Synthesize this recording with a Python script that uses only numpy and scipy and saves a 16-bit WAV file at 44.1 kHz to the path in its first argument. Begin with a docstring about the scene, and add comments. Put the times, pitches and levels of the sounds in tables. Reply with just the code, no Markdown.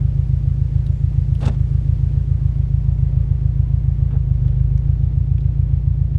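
"""A turbocharged flat-four engine idles throughout, heard from the driver's seat of a closed car.
Unequal exhaust pipes bunch its firings into a lopsided, booming throb, over a hum and a rush of air.
Near 0.9 s plastic ticks and a bird peeps outside. At 1.4 s a hand rubs and bumps the camera, and a small
motor starts to whine faintly. The bird peeps again at 2.9 s; the hand returns at 4.1 s as the whine fades.
Around 4.5 s the engine sags, booms harder and recovers, among a few more light rubs and ticks."""
import sys
import numpy as np
from scipy import signal
from scipy.fft import rfft, irfft, next_fast_len
from scipy.io import wavfile
from scipy.ndimage import map_coordinates

SR = 44100
rng = np.random.default_rng(int(sys.argv[2]) if len(sys.argv) > 2 else 0)


def master_out(mix):
    """Clip the mix to full scale and print it as 16-bit PCM to the path in sys.argv[1]."""
    frames = np.transpose(np.atleast_2d(mix))
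    ceiling = np.clip(frames, -1, 1)
    pcm = np.round(ceiling * 32767).astype(np.int16)
    wavfile.write(sys.argv[1], SR, pcm)


N = 272871

# The idle wanders a little and sags once: time_s, speed_rpm
ENGINE_SPEED = [(0, 842.4), (1.1, 852.9), (1.55, 840.8), (2.3, 854.7), (2.7, 835.1), (3.35, 844.7),
                (4.15, 840.9), (4.45, 801.6), (5.0, 862.4), (5.4, 854.9), (6.19, 862.0)]
# The four firings of one cycle: crank_angle_deg, level_db, pipe_echo_db, scatter_db, knock_db
FIRINGS = [(0, .2, -40, .35, 0), (183.7, -2.8, -40, .7, -6), (351.3, -16, -11.6, 1.1, 0),
           (533.6, -3, -8.6, .7, 1)]
# How the tailpipe and cabin boom: frequency_hz, gain_db
BOOM_SPECTRUM = [(15, -38), (28, -17.7), (42, -59), (53, .5), (58, -.2), (68, -4.6), (82, -1.7), (93, 5.6),
                 (101, -1.6), (108, -5.3), (122, 2.4), (134, -2), (148, -5.8), (163, -19), (174, -34),
                 (188, -52), (400, -57), (3000, -85), (9000, -120)]
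# The deepest part of the boom builds a little: time_s, gain_db
DEEP_BOOM_GAIN = [(0, -1.5), (1.3, -1.1), (2.1, .2), (4.2, .2), (5.2, .9)]
# Swirling exhaust gas: frequency_hz, gain_db
RUMBLE_SPECTRUM = [(10, -12.5), (25, -19), (42, -6.5), (60, -7), (125, -6.5), (160, -12), (200, -20.5),
                   (300, -39), (600, -67.5), (2000, -120)]
# The engine block's knock, carried by its mounts: frequency_hz, gain_db
MOUNT_SPECTRUM = [(130, -32.5), (170, -4.5), (240, 6), (330, 3), (450, -18), (700, -16), (1100, -30),
                  (2000, -53), (5000, -120)]
# Steady tones of the drive: multiple_of_crank_speed, level_db
HUM_TONES = [(11.5, -42), (12.5, -50), (14.5, -53), (22, -58), (28, -59), (36, -67.5)]
# Moving parts in the engine bay: frequency_hz, gain_db
BAY_SPECTRUM = [(120, -20.5), (200, 4.5), (290, -5.5), (390, -7), (520, -6.5), (680, -12.5), (950, -17.5),
                (1400, -23.5), (2100, -24.5), (3300, -30), (5000, -39.5), (8000, -46.5), (12000, -76)]
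# The hiss of air: frequency_hz, gain_db
HISS_SPECTRUM = [(700, -24), (1300, -0.5), (2000, -2), (3500, -5.5), (5000, -8), (7000, -12), (9500, -15.5),
                 (11000, -18.5), (12500, -43.5), (16000, -120)]
# How the hiss rises and falls: time_s, relative_level_db
HISS_SWELL = [(0.0, -66.5), (1.75, -64.5), (3.21, -69.5), (6.1, -72.5)]
# Small plastic ticks: start_s, level_db, ring_hz, fade_s, shell_db, snap_db
PLASTIC_TICKS = [(.864, -43, 3500, .034, -7, -15), (1.346, -53, 9000, .022, -20, 0),
                 (1.351, -43, 3300, .024, -15, -32), (1.392, -56, 7500, .04, -20, -12),
                 (4.42, -55, 4800, .028, -3, -25), (4.47, -57, 5000, .025, -10, -25),
                 (4.479, -49, 3300, .035, -3, -28), (4.77, -61, 9500, .015, -20, 0),
                 (4.777, -43, 5200, .02, 7, -30), (5.381, -42.5, 2700, .02, -3, -40),
                 (5.405, -58, 3800, .1, -6, -20)]
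# A bird's thin peeps: start_s, length_s, pitch_hz, level_db
BIRD_PEEPS = [(0.907, 0.17, 7200, -65), (2.909, 0.14, 7200, -70.5)]
# A hand slides on the camera: start_s, length_s, level_db, treble_db_per_octave, muffled_above_hz
HAND_SLIDES = [(1.404, .012, -36.5, -.5, 13000), (1.415, .034, -34.5, -2, 12000),
               (1.428, .01, -30, -1, 4200), (1.451, .016, -31, 2, 7500), (1.474, .013, -27.5, -.5, 9000),
               (1.487, .01, -32.5, -3.5, 7000), (1.5, .058, -44.5, -1.2, 8500), (4.105, .013, -46, 2, 3000),
               (4.117, .015, -40, -8, 900), (4.131, .016, -39.5, -3.5, 2800), (4.15, .022, -45.5, -6, 1700),
               (4.415, .19, -59, 1.5, 3700), (4.58, .035, -54, -1, 2800), (4.95, .1, -58.5, 2, 4200)]
# The tone of the camera's case: frequency_hz, gain_db
CASE_SPECTRUM = [(120, -27), (200, 3), (324, -16), (398, -14.5), (523, -18), (876, -14.5), (955, -20.5),
                 (1300, -19), (1650, -21), (2250, -28.5), (2650, -24), (3050, -28), (3580, -23.5),
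                 (4180, -31), (9220, -37), (12100, -48.5), (15800, -83), (22000, -120)]
# The case's low, hollow ring: frequency_hz, gain_db
THUD_SPECTRUM = [(100, -40), (200, -2), (240, 2), (330, -2), (600, -3), (1000, -20), (2500, -60),
                 (6000, -120)]
# A finger lands on the case: start_s, level_db
FINGER_BUMPS = [(1.428, -34), (1.475, -26), (4.129, -45)]
# The notes a bump rings with: pitch_hz, level_db, fade_s
CASE_NOTES = [(228, 2.5, .16), (300, -6, .08), (545, -6, .09), (690, -3, .07), (850, -4, .05),
              (1300, -5, .035), (2600, -9, .03), (3580, -9, .03)]
# The small motor's tones: multiple_of_motor_speed, level_db
WHINE_TONES = [(7, 0), (10, 0), (11, -4), (12, -9), (20, 0)]
# Pitches at which the cabin rings along: centre_hz, width_hz, gain_db
CABIN_RESONANCES = [(712, 32, 2.5), (885, 28, -6.5), (1012, 25, -3.5), (1068, 28, -4.5), (1185, 45, -1.7),
                    (1985, 40, -11), (2085, 50, -10)]

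IDLE_RPM, LOAD_DB_PER_RPM = 850, .0021  # the engine fires harder for every rpm below this aim


def amp(db):
    """Turn decibels into a factor to multiply by."""
    return 10 ** (np.asarray(db) / 20)


def unit(x):
    """Scale a signal to an average (rms) level of 1."""
    return x / np.sqrt(np.mean(x ** 2) + 1e-20)


def die_away(t, fade_s):
    """A fade that falls 60 dB in fade_s."""
    return amp(-60 * t / fade_s)


def along(points, hz):
    """Read between (frequency, value) points on a log frequency axis."""
    frequencies, values = np.transpose(points)
    return np.interp(np.log(hz + 1), np.log(frequencies + 1), values)


def curve(points):
    """Join (time, value) points into one value per sample."""
    times, values = np.transpose(points)
    return np.interp(np.arange(N) / SR, times, values)


def wobble(rate):
    """A smooth random curve through rate points a second."""
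    return map_coordinates(rng.standard_normal(int(N * rate / SR) + 4), [np.arange(N) * rate / SR])


def filtered(x, response):
    """Scale each frequency in x by response(hz)."""
    size = next_fast_len(len(x) + SR // 4)
    return irfft(rfft(x, size) * response(np.fft.rfftfreq(size, 1 / SR)), size)[:len(x)]


def coloured(x, spectrum):
    """Shape x with a spectrum table, then set its level to 1."""
    return unit(filtered(x, lambda hz: amp(along(spectrum, hz))))


def ring(spectrum):
    """How a body with this spectrum rings after one sharp tap."""
    cepstrum = irfft(np.log(amp(along(spectrum, np.fft.rfftfreq(SR, 1 / SR)))))
    cepstrum[1:SR // 2] *= 2  # folding this way puts all the ringing after the tap
    cepstrum[SR // 2 + 1:] = 0
    return irfft(np.exp(rfft(cepstrum)))[:SR // 2]


def sag():
    """How far the engine's speed is below its aim, in rpm."""
    return IDLE_RPM - curve(ENGINE_SPEED)


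def crank(start_deg):
    """Count the crankshaft's turns, from one second before the sound begins."""
    rpm = np.pad(curve(ENGINE_SPEED), (SR, 0), mode="edge")
    turns = np.cumsum(rpm) / 60 / SR
    return turns - turns[SR] + start_deg / 360


def firings(turns, scatter_deg, echo_s, knock_lag_s, catch_up_db_per_rpm, load_lag_s):
    """Each cylinder fires once in two turns: a pulse, its echo by the long pipe, and a knock."""
    def train(samples, db):
        return np.bincount(samples.ravel(), amp(db).ravel(), len(turns))[:len(turns)]

    angle, level_db, echo_db, scatter_db, knock_db = np.transpose(FIRINGS)
    cycles = np.arange(-3, 46)[:, None]
    late, strong, lasting = rng.standard_normal((3, len(cycles), len(angle)))  # no two burns are alike
    at = np.searchsorted(turns, 2 * cycles + (angle + scatter_deg * late) / 360)
    # The weaker cylinders catch up a moment after the speed sags.
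    load = np.interp(at / SR - 1 - load_lag_s, np.arange(N) / SR, sag())
    gain_db = scatter_db * strong + np.where(level_db < 0, catch_up_db_per_rpm * load, 0)
    pulses = train(at, level_db + gain_db)
    echoes = train(at + round(echo_s * SR), echo_db + gain_db + scatter_db * lasting)
    knocks = train(at + round(knock_lag_s * SR), knock_db + scatter_db * strong)
    return pulses + echoes, knocks


def exhaust(pulses, level_db, rumble_db, deep_hz):
    """Pulses boom through pipe and cabin over rumbling gas; both grow as the speed sags."""
    boom = unit(signal.fftconvolve(pulses, ring(BOOM_SPECTRUM))[SR:SR + N])
    deep = filtered(boom, lambda hz: 1 / (1 + (hz / deep_hz) ** 16))
    boom += (amp(curve(DEEP_BOOM_GAIN)) - 1) * deep
    rumble = coloured(rng.standard_normal(N), RUMBLE_SPECTRUM)
    return amp(LOAD_DB_PER_RPM * sag()) * (amp(level_db) * boom + amp(rumble_db) * rumble)


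def engine_block(knocks, turns, knock_db, fade_s, waver_db, hum_db_per_rpm):
    """Every firing shakes the same panels; the drive hums with the shaft, louder when strained."""
    t = np.arange(SR // 4) / SR
    panels = rng.standard_normal(len(t)) * die_away(t, fade_s)
    knock = coloured(signal.fftconvolve(knocks, panels)[SR:SR + N], MOUNT_SPECTRUM)
    hum = sum(amp(db + waver_db * wobble(2.6)) * np.sqrt(2) * np.sin(2 * np.pi * multiple * turns)
              for multiple, db in HUM_TONES)
    return amp(knock_db + LOAD_DB_PER_RPM * sag()) * knock + amp(hum_db_per_rpm * sag()) * hum


def air(turns, bay_db, hiss_gain_db, throb):
    """Engine bay noise swells twice a turn, along with a smooth hiss of air."""
    swell = 1 + throb * np.cos(4 * np.pi * turns)
    bay = amp(bay_db + .79 * wobble(9.6)) * swell * coloured(rng.standard_normal(N), BAY_SPECTRUM)
    hiss = amp(curve(HISS_SWELL) + hiss_gain_db) * coloured(rng.standard_normal(N), HISS_SPECTRUM)
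    return bay + hiss


def plastic_ticks(sharpness, rise_s, shell_hz, snap_hz):
    """Each dry crack has its own ring, between the shell's knock and a thin snap."""
    def peak(hz, centre):
        return 1 / (1 + (sharpness * (centre ** 2 - hz ** 2) / ((hz + 1) * centre)) ** 2)

    out = np.zeros(N)
    t = np.arange(SR // 8) / SR
    rise = np.minimum(t / rise_s, 1)
    for start_s, db, ring_hz, fade_s, shell_db, snap_db in PLASTIC_TICKS:
        def plastic(hz):
            shell = amp(shell_db) * peak(hz, shell_hz)
            return peak(hz, ring_hz) + shell + amp(snap_db) * peak(hz, snap_hz)

        crack = unit(filtered(rng.standard_normal(len(t)), plastic))
        out[round(start_s * SR):][:len(t)] += amp(db) * rise * die_away(t, fade_s) * crack
    return out


def bird(fall, quaver):
    """Each peep starts quickly, then fades as its pitch falls a little."""
    out = np.zeros(N)
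    for start_s, length_s, hz, db in BIRD_PEEPS:
        progress = np.clip((np.arange(N) / SR - start_s) / length_s, 0, 1)
        pitch_hz = hz * (1 - fall * progress + quaver * wobble(200))
        loudness = amp(db) * np.minimum(10 * progress, 1 - progress)
        out += loudness * np.sin(2 * np.pi * np.cumsum(pitch_hz) / SR)
    return out


def hand_rubs(grain_db, edge_s, bright_hz, thud_db, thud_fade_s):
    """Each slide is a gritty run of tiny slips on the case, whose low ring outlasts it."""
    out = np.zeros(N)
    t = np.arange(SR // 3) / SR
    for start_s, length_s, db, slope_db, muffle_hz in HAND_SLIDES:
        def case_tone(hz):
            treble_db = slope_db * np.log2(np.hypot(1, hz / bright_hz))
            return amp(along(CASE_SPECTRUM, hz) + treble_db) / np.hypot(1, (hz / muffle_hz) ** 4)

        pressure = np.clip(t / edge_s, 0, 1) * np.exp(-np.maximum(t - length_s, 0) / edge_s)
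        grit = amp(grain_db * wobble(1100)[:len(t)])
        slips = pressure * grit * rng.standard_normal(len(t))
        hollow = rng.standard_normal(len(t)) * die_away(t, thud_fade_s)
        thud = coloured(signal.fftconvolve(slips, hollow)[:len(t)], THUD_SPECTRUM)
        slide = unit(filtered(slips, case_tone)) + amp(thud_db) * thud
        out[round(start_s * SR):][:len(t)] += amp(db) * np.sqrt(np.mean(pressure ** 2)) * slide
    return out


def finger_bumps(rise_cycles):
    """A soft blow rings the case; the low notes build up last and ring longest."""
    out = np.zeros(N)
    t = np.arange(SR // 4) / SR
    for start_s, bump_db in FINGER_BUMPS:
        for hz, note_db, fade_s in CASE_NOTES:
            swell = 1 - np.exp(-t * hz / rise_cycles)
            phase = 2 * np.pi * (hz * t + rng.random()) + .5 * wobble(120)[:len(t)]
            note = swell * die_away(t, fade_s) * np.sin(phase)
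            out[round(start_s * SR):][:len(t)] += amp(bump_db + note_db) * note
    return out


def motor_whine(level_db, flutter_db, start_s, end_s, fade_s, low_hz, low_at_s, dip_s, rise):
    """A small motor slows, then picks up; its tones swell as they cross the cabin's resonances."""
    def cabin(hz):
        return sum(amp(db) / (1 + (2 * (hz - centre) / width) ** 2)
                   for centre, width, db in CABIN_RESONANCES)

    t = np.arange(N) / SR
    speed_hz = low_hz * (1 + rise * np.sin(np.pi * (t - low_at_s) / dip_s) ** 2)
    turns = np.cumsum(speed_hz * (1 + .0022 * wobble(20))) / SR
    out = np.zeros(N)
    for multiple, db in WHINE_TONES:
        loudness = amp(level_db + db + flutter_db * wobble(15)) * cabin(multiple * speed_hz)
        out += loudness * np.sin(2 * np.pi * multiple * turns)
    fade = np.clip(np.minimum(t - start_s, end_s - t) / fade_s, 0, 1)
    return fade * out


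def scene():
    """The crankshaft drives every engine layer; the small sounds are added on top."""
    turns = crank(start_deg=511.5)
    pulses, knocks = firings(turns, scatter_deg=1.1, echo_s=.0057, knock_lag_s=.007,
                             catch_up_db_per_rpm=.058, load_lag_s=.08)
    mix = exhaust(pulses, level_db=-16.1, rumble_db=-38, deep_hz=68)
    mix += engine_block(knocks, turns[SR:], knock_db=-47.8, fade_s=.085, waver_db=2, hum_db_per_rpm=.06)
    mix += air(turns[SR:], bay_db=-47.5, hiss_gain_db=4, throb=.11)
    mix += plastic_ticks(sharpness=2.1, rise_s=.0015, shell_hz=1850, snap_hz=10500)
    mix += bird(fall=.02, quaver=.006)
    mix += hand_rubs(grain_db=2.2, edge_s=.003, bright_hz=1190, thud_db=-5, thud_fade_s=.09)
    mix += finger_bumps(rise_cycles=.8)
    mix += motor_whine(level_db=-60, flutter_db=2.5, start_s=1.45, end_s=4.25, fade_s=.25,
                       low_hz=99, low_at_s=3.27, dip_s=3.6, rise=.205)
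    return mix[None]


def record(dry):
    """The sound fades in quickly and loses its highest treble."""
    fade_in_s, top_hz = .004, 12800
    opening = np.minimum(np.arange(N) / SR / fade_in_s, 1)
    return filtered(opening * dry[0], lambda hz: 1 / (1 + (hz / top_hz) ** 40))[None]


dry = scene()
out = record(dry)
master_out(out)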